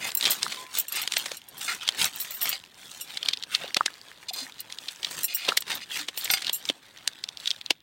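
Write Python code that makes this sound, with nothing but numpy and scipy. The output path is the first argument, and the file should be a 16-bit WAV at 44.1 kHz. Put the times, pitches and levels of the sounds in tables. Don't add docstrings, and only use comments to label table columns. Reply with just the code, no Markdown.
import sys
import numpy as np
from scipy import signal
from scipy.fft import rfft, irfft, next_fast_len
from scipy.io import wavfile
from scipy.ndimage import uniform_filter1d, map_coordinates

SR = 44100
rng = np.random.default_rng(int(sys.argv[2]) if len(sys.argv) > 2 else 0)


def materialize(psi):
    bounded = np.clip(np.atleast_2d(psi).T, -1, 1)
    quanta = np.round(bounded * 32767).astype(np.int16)
    wavfile.write(sys.argv[1], SR, quanta)


N = 344862

# pitch_hz, level_db (against each other), t60_s (time to fall 60 dB)
BLADE_MODES = [(778, -15, .11), (1448, -15, .11), (2137, -8, .07), (2525, -6, .07), (2885, -7, .07),
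               (3596, -7, .08), (4192, -3, .08), (4812, -2.5, .13), (6122, -6, .09), (7079, -7, .06),
               (8280, -9, .06)]
# pitch_hz, level_db (relative)
SQUELCH_COLOUR = [(600, -24), (1250, -2.5), (2200, 0), (3400, 5.5), (4400, 2.5), (5600, -6), (9000, -29)]


def amp(db):
    return 10 ** (np.asarray(db) / 20)


def unit(x):
    return x / np.sqrt(np.mean(x ** 2) + 1e-20)


def burst(x, seconds):
    return x * np.sqrt(seconds * SR / (np.sum(x ** 2) + 1e-20))


def shape(points):
    f, db = np.transpose(points)
    return lambda hz: amp(np.interp(np.log(hz + 1), np.log(f), db))


def resonance(centre_hz, q):
    def response(hz):
        damping = 1j * hz * centre_hz / q
        return damping / (centre_hz ** 2 - hz ** 2 + damping)
    return response


def filtered(x, response):
    n = x.shape[-1]
    m = next_fast_len(n + SR // 20)
    spectrum = rfft(x, m) * response(np.fft.rfftfreq(m, 1 / SR))
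    return irfft(spectrum, m)[..., :n]


def wobble(rate):
    knots = rng.standard_normal(N // 10)
    return map_coordinates(knots, [np.arange(N) * rate / SR], order=1, mode="wrap")


def add(track, s, sound):
    i = int(np.clip(round(s * SR), 0, N - 1))
    track[i:i + len(sound)] += sound[:N - i]


def ring(modes, t, scatter_db, detune):
    hz, db, t60 = np.transpose(modes)[:, :, None]
    level = amp(db + scatter_db * rng.standard_normal(hz.shape) - 60 * t / t60)
    hz = hz * (1 + detune * rng.standard_normal(hz.shape))
    phase = rng.random(hz.shape)
    return np.sum(level * np.sin(2 * np.pi * (hz * t + phase)), axis=0)


def patchy(x, depth_db):
    z = signal.stft(x, nperseg=512)[2]
    field = uniform_filter1d(rng.standard_normal(z.shape), size=3, axis=0)
    field = uniform_filter1d(field, size=7, axis=1)
    lift_db = depth_db * 2 * np.tanh(unit(field) / 2)
    return signal.istft(z * amp(lift_db), nperseg=512)[1][:N]


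def yard_air():
    # pitch_hz, level_db (relative)
    air_colour = [(20, -7.5), (100, 6), (300, 4), (1000, -16), (3500, 0), (8000, -49), (16000, -14)]
    noise = patchy(rng.standard_normal(N), depth_db=1.5)
    return amp(-64.8) * unit(filtered(noise, shape(air_colour)))


def effort():
    # time_s, rub_db (before the rubbing's overall gain)
    handling = [(0, -49), (.62, -50), (.86, -60), (1.42, -62), (1.58, -49), (2.65, -58), (3.8, -53),
                (4.65, -55), (5.8, -55), (7.7, -58), (7.82, -78)]
    # start_s, build_s, ease_s,
    # peak_db (before the rubbing's overall gain), weight_db and hiss_db (both against the squelch)
    strokes = [(0, .09, .01, -36, -7, 0), (.213, .045, .075, -26.5, -12, -4), (.35, .09, .19, -38, -9, -3),
               (.745, .045, .01, -31, -15, 0), (.925, .05, .08, -31, -12, -6),
               (1.11, .06, .19, -36.5, -12, -4), (1.6, .04, .04, -38, -12, 2),
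               (1.68, .015, .07, -32, -16, -4), (1.82, .055, .02, -34, -24, -11),
               (1.91, .05, .02, -42, -3, -8), (1.985, .04, .04, -24, -11, -2),
               (2.14, .08, .17, -40, -14, -1), (2.415, .05, .085, -31, -14, -7),
               (2.78, .12, .15, -46, -9, -1), (3.085, .02, .1, -42, -12, -6),
               (3.23, .045, .04, -37, -14, -12), (3.52, .025, .03, -29, -26, -8),
               (3.58, .06, .05, -37, -6, -12), (4.336, .06, .07, -46, -2, 5),
               (4.72, .16, .15, -48, -11, -1), (5.03, .01, .05, -36, -16, -8),
               (5.11, .085, .04, -37, -6, 2), (5.38, .09, .01, -39, -18, -9),
               (5.476, .012, .04, -30, -7, -9), (5.685, .03, .06, -31, -7, -7),
               (5.92, .06, .035, -30, -16, -4), (6.17, .16, .08, -35, -14, -6),
               (6.44, .035, .03, -34, -16, -13), (6.55, .13, .02, -44, -10, -5),
               (6.96, .11, .06, -51, -6, -10), (7.39, .09, .08, -43, -18, -6)]
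    handling_weight_db, handling_hiss_db = -3, -6
    catch_db_per_s, swell_range_db, release_db_per_s = 600, 6.5, 400

    t = np.arange(N // 44 + 2) * 44 / SR
    handling_gain = amp(np.interp(t, *np.transpose(handling)))
    power = np.outer(amp([0, handling_weight_db, handling_hiss_db]), handling_gain) ** 2
    for start, build, ease, db, weight_db, hiss_db in strokes:
        end = start + build + ease
        swell_db = np.interp(t, [start, start + build, end], [-swell_range_db, 0, -swell_range_db])
        edge_db = catch_db_per_s * np.maximum(start - t, 0) + release_db_per_s * np.maximum(t - end, 0)
        power += np.outer(amp([0, weight_db, hiss_db]), amp(db + swell_db - edge_db)) ** 2
    return [np.interp(np.arange(N) / SR, t, np.sqrt(p)) for p in power]


def crackle(rub_db, rate, pitch_hz, spread_db):
    out, t = np.zeros(N), np.arange(SR // 200) / SR
    work_db = rub_db.mean() + .55 * (rub_db - rub_db.mean())
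    for when, size, pitch, life in rng.random((int(rate * N / SR), 4)):
        hz = pitch_hz * 2 ** (9 * (pitch - .5) ** 3)
        pop = np.cos(2 * np.pi * hz * t) * np.exp(-t * hz / (.5 + 3 * life))
        level_db = work_db[int(when * N)] + spread_db * size ** 3
        add(out, when * N / SR, amp(level_db) * pop)
    return out


def rubbing():
    # pitch_hz, level_db (relative)
    weight_colour = [(30, -38), (90, -7), (160, 1), (500, 1), (950, 4), (1500, -2), (2500, -18.5)]
    hiss_colour = [(3500, -26), (5800, 0), (8500, 1), (11000, -8.5), (16000, -8)]
    gurgle_hz, gurgle_db = 1750, -2.5

    rub, pressure, sliding = effort()
    grip_db = 1.6 * wobble(55) + 3.37 * wobble(420)

    def grain(colour, grip_db, depth_db):
        slips = rng.standard_normal(N) * amp(grip_db + 3.56 * wobble(1100))
        return unit(filtered(patchy(slips, depth_db), colour))

    squelch = grain(shape(SQUELCH_COLOUR), grip_db, depth_db=5.5)
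    weight = grain(shape(weight_colour), grip_db / 2, depth_db=4)
    gurgle = grain(lambda hz: resonance(gurgle_hz, q=2)(hz) ** 2, grip_db, depth_db=5)
    hiss = grain(shape(hiss_colour), grip_db, depth_db=4)
    bubbles = amp(3.5) * crackle(20 * np.log10(rub), rate=100, pitch_hz=3650, spread_db=19)
    pressed = pressure * (weight + amp(gurgle_db) * gurgle)
    return amp(-1) * (rub * squelch + pressed + sliding * hiss) + bubbles


def scrapes():
    # start_s, length_s, level_db (rms), centre_hz (of the friction)
    scrape_list = [(.01, .1, -36, 1900), (.957, .05, -33, 2600), (1.678, .065, -30, 1400),
                   (4.284, .021, -32, 3700), (4.334, .022, -36, 3900), (4.362, .095, -37, 4100),
                   (4.59, .028, -42, 3900), (5.28, .065, -37, 2900), (5.37, .11, -40, 2500),
                   (5.808, .04, -41, 3000)]
    out = np.zeros(N)

    def steel(hz):
        return sum(amp(level) * resonance(f, q=22)(hz) for f, level, _ in BLADE_MODES)

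    for s, length, db, centre_hz in scrape_list:
        u = np.linspace(0, 1, int(length * SR))
        slips = (rng.standard_normal(N) * amp(3 * wobble(160)))[:len(u)]
        slips = slips * np.sqrt(np.sqrt(u) * (1 - u))
        scrape = filtered(slips, lambda hz: resonance(centre_hz, q=2.6)(hz) * steel(hz))
        add(out, s, amp(db) * unit(scrape))
    return out


def bangles():
    # time_s, level_db (over 25 ms, before a 1.5 dB lift), bright_db (sets the treble tilt),
    # chatter_s, free_s (free ring before the wrist damps them)
    clinks = [(.069, -44, 9, .004, .12), (.1505, -25, 10, .001, .008), (.172, -28, 5.5, .002, .035),
              (.305, -24, 4.5, .0056, .05), (.7865, -27, 5, .002, .008), (.797, -26, 8.5, .004, .018),
              (.883, -37, -8, .001, .022), (.923, -34, -11, .002, .012), (.957, -36, -9, .002, .018),
              (1.017, -35, 1, .0024, .03), (1.178, -34.5, 9, .003, .025), (1.37, -43.5, -7, .0013, .02),
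              (1.486, -48, -2, .002, .02), (1.578, -44.5, 4, .006, .03), (2.053, -31.5, 1, .002, .03),
              (2.16, -40, 16, .001, .003), (2.201, -31, 3, .011, .045), (2.308, -38, 7, .001, .09),
              (2.34, -37, 10, .006, .11), (2.414, -32, -5, .004, .02), (2.425, -26.5, 6, .006, .05),
              (2.491, -28.5, 1, .003, .035), (3.009, -36.5, -3, .006, .045), (4.334, -41, 3, .003, .025),
              (4.604, -39, -1, .002, .012), (5.233, -33, -2, .001, .005), (5.2425, -25.5, 2, .006, .018),
              (5.347, -26, 2, .008, .018), (5.57, -32, 1, .002, .014), (5.606, -39, -1, .002, .012),
              (5.75, -39, 5, .003, .022), (6.174, -33, 5, .011, .04), (6.244, -34, -2, .0025, .02),
              (6.313, -27, 0, .003, .03), (6.336, -31, -3, .003, .02), (6.53, -29, 0, .003, .055),
              (6.543, -31, -1, .006, .055)]
    # pitch_hz, level_db (against each other), t60_s (time to fall 60 dB)
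    rim_modes = [(2860, -7, .09), (4090, -7, .08), (5597, -7, .19), (7470, -6, .11), (8446, -4, .16),
                 (9347, -10, .26), (11420, -3, .2), (11600, -7, .1), (12072, -7, .17), (13876, -7, .15),
                 (14445, -8, .13), (14634, 1, .21), (15040, -8, .07), (15610, -8, .08)]
    graze_db = -15
    out, t, span = np.zeros(N), np.arange(SR // 3) / SR, .025
    for s, db, bright_db, chatter, free in clinks:
        contacts = np.exp(-t / (1.9 * chatter)) * rng.standard_normal(len(t)) ** 3
        spots = rng.standard_normal((len(rim_modes), 2)) * [4, .02]

        def touching(hz):
            return sum(amp(level + spot_db) * resonance(f * (1 + pull), q=40)(hz)
                       for (f, level, _), (spot_db, pull) in zip(rim_modes, spots))

        clash = filtered(contacts, touching)
        tone = ring(rim_modes, t, scatter_db=4.5, detune=.0014)
        tone = tone * np.exp(-(t / free) ** 2) * (1 - np.exp(-t / (.5 * chatter)))
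        tilt = shape([(300, -20), (2500, 2 - bright_db / 2), (7000, 5), (11800, 3.3), (14200, bright_db)])
        clink = filtered(burst(clash, span) + burst(tone, free / 2), tilt)
        add(out, s - chatter, amp(db + graze_db) * burst(filtered(clash, tilt), span))
        add(out, s, amp(db + 1.5) * burst(clink, span))
    return out


def snaps():
    # time_s, level_db (of pocket and cavity, over 10 ms),
    # length_s, thud_db and spray_db (both against that level)
    snap_list = [(.1187, -43.5, .001, -25, 7), (.2107, -29.5, .0007, -21, -4), (.227, -26, .0025, -30, -14),
                 (.242, -27, .001, -30, -14), (.2546, -21, .0015, -18, -11), (.26, -21, .0017, -25, -11),
                 (.27, -26, .0028, -9, -13), (.3177, -28.5, .0017, -20, -1), (.4305, -23.5, .0015, -24, -2),
                 (.5234, -30.5, .0046, -15, -9), (1.0765, -29, .0012, -18, -1),
                 (1.1215, -28, .0018, -24, -2), (1.138, -30, .003, -28, -2),
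                 (1.1684, -21.5, .0035, -16, -4), (1.2605, -32, .004, -10, -1), (1.3174, -36, .0022, -2, 0),
                 (1.8783, -27, .0019, -25, -7), (1.8894, -18.5, .0014, -21, -10),
                 (2.044, -24, .0016, -24, 1), (3.173, -28.5, .0028, -35, -11), (3.23, -28, .0014, -27, -23),
                 (3.2597, -29.5, .0014, -25, -28), (3.2872, -19.5, .0022, -30, -10),
                 (3.3346, -23, .0028, -35, -30), (3.373, -36, .001, -35, -12),
                 (3.426, -35, .0008, -35, -14), (3.437, -32, .002, -32, -12), (3.55, -19, .0017, -38, -38),
                 (3.7455, -23, .0006, -38, -16), (3.7685, -19.5, .0025, -9, -11),
                 (3.861, -21.5, .0024, -19, -4), (4.7246, -38, .001, -27, -2), (5.031, -33, .001, -25, -8),
                 (4.7865, -35.5, .0012, -32, -8), (4.886, -29.5, .0036, -30, -15),
                 (5.0475, -24.5, .0016, -33, -26), (5.451, -34, .001, -30, -12),
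                 (5.488, -18.5, .006, -7, -26), (5.574, -17.5, .003, -26, -5), (5.623, -37, .002, -18, -4),
                 (6.086, -28.5, .0045, -13, -10), (6.176, -32, .0015, -15, -6), (6.256, -31, .003, -16, -8),
                 (6.422, -34, .004, -20, -3), (6.447, -33, .001, -22, -8), (6.4685, -27, .0014, -39, -24),
                 (6.48, -30, .003, -35, -18), (6.496, -24.5, .0019, -15, -22), (6.654, -36, .001, -28, -6),
                 (6.69, -24.5, .0018, -27, -24), (6.699, -22, .003, -10, -26),
                 (7.0769, -27, .0011, -36, 4.5), (7.2398, -29, .0011, -30, -14),
                 (7.289, -33, .0012, -36, -11), (7.3725, -36.5, .0006, -37, -14),
                 (7.4584, -30, .0012, -43, -26), (7.4752, -21.5, .003, -39, -22),
                 (7.506, -24.5, .0008, -45, -22), (7.513, -24.5, .0011, -36, -28),
                 (7.613, -37, .0008, -30, -17), (7.6622, -33, .0008, -35, -16),
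                 (7.707, -17, .0028, -13, -19)]
    # pitch_hz, level_db (relative)
    spray_colour = [(60, -34), (900, -12), (5800, 0.5), (8500, -1.5), (16000, -28.5)]
    pocket_hz, thud_octaves_per_db, spray_octaves_per_db = 3250, .008, .005
    damping_db = 15
    cavity_hz, cavity_tear_s, cavity_spray_db = 2050, .0028, -11

    out, lead = np.zeros(N), .01
    t = np.arange(SR // 20) / SR - lead
    for s, db, length, thud_db, spray_db in snap_list:
        pitch_hz = pocket_hz * 2 ** (spray_octaves_per_db * spray_db - thud_octaves_per_db * thud_db)
        pocket_q = 1 + abs(thud_db) / damping_db
        swell = np.exp(-np.abs(t) / (length * np.where(t < 0, .45, .9)))
        strands = amp(-20.5) * np.exp(-np.abs(t) / (length * np.where(t < 0, 1.6, 3)))
        tear = (swell + strands) * rng.standard_normal((4, len(t)))
        pocket = filtered(tear[0], lambda hz: resonance(pitch_hz, pocket_q)(hz) * resonance(pitch_hz, q=1.25)(hz))
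        thud = filtered(tear[1], lambda hz: resonance(600, q=.55)(hz) ** 2)
        spray = filtered(tear[2], shape(spray_colour))
        cavity = filtered(tear[3], lambda hz: resonance(cavity_hz, q=2)(hz) ** 2)
        long_share = 1 / (1 + (cavity_tear_s / length) ** 2)
        wet_share = 1 / (1 + amp(cavity_spray_db - spray_db) ** 2)
        cavity_gain = long_share * wet_share
        snap = np.sqrt(1 - cavity_gain ** 2) * burst(pocket, lead) + cavity_gain * burst(cavity, lead)
        snap = snap + amp(thud_db) * burst(thud, lead) + amp(spray_db) * burst(spray, lead)
        add(out, s - lead, amp(db) * snap)
    return out


def hollow_knocks():
    # time_s, envelope_peak_db, pitch_hz, t60_s (time to fall 60 dB), rise_s
    knock_list = [(.4645, -18, 1250, .005, .001), (.565, -41, 1023, .55, .0045),
                  (3.642, -28, 560, .012, .002), (3.8085, -6.5, 1200, .005, .0013),
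                  (3.88, -25, 1650, .012, .001), (4.307, -37, 744, .04, .0018),
                  (4.414, -43, 264, .07, .014), (5.5205, -16, 1350, .009, .001),
                  (5.996, -46, 298, .2, .004), (6.699, -29, 284, .028, .0014), (7.707, -29, 330, .02, .001)]
    out, t = np.zeros(N), np.arange(SR // 2) / SR
    for s, db, hz, t60, rise in knock_list:
        envelope = amp(-60 * t / t60) * (1 - np.exp(-t / rise)) ** 2
        add(out, s, amp(db) * envelope / envelope.max() * np.sin(2 * np.pi * hz * t))
    return out


def blade():
    # (of ring and crack each, over 25 ms, before a 1 dB cut)
    blows = [(2.528, -34), (5.716, -35), (5.994, -38), (6.302, -25.5), (6.337, -25), (6.372, -37)]
    out, t, span = np.zeros(N), np.arange(SR // 3) / SR, .025
    for s, db in blows:
        crack = filtered(rng.standard_normal(len(t)) * amp(-60 * t / .025), shape(SQUELCH_COLOUR))
        steel = ring(BLADE_MODES, t, scatter_db=2.5, detune=.001) * (1 - np.exp(-t / .0005))
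        add(out, s, amp(db - 1) * (burst(steel, span) + burst(crack, span)))
    return out


def surroundings(x, t60):
    t = np.arange(SR // 4) / SR
    tail = rng.standard_normal((2, len(t))) * amp(-60 * t / t60) * (1 - np.exp(-t / 0.00088))
    return signal.fftconvolve(x[None], tail / np.linalg.norm(tail[0]), axes=1)[:, :N]


def scene():
    work = rubbing() + scrapes() + bangles() + snaps() + hollow_knocks() + blade()
    echo, wide = surroundings(work, t60=.05)
    mid = work + yard_air() + amp(-21) * echo
    side = filtered(wide, shape([(700, -40), (3000, -28), (10000, -29), (14000, -16)]))
    return np.array([mid + side, mid - side])


def record(dry):
    top_hz = 15950
    return filtered(dry, lambda hz: hz < top_hz)


dry = scene()
out = record(dry)
materialize(out)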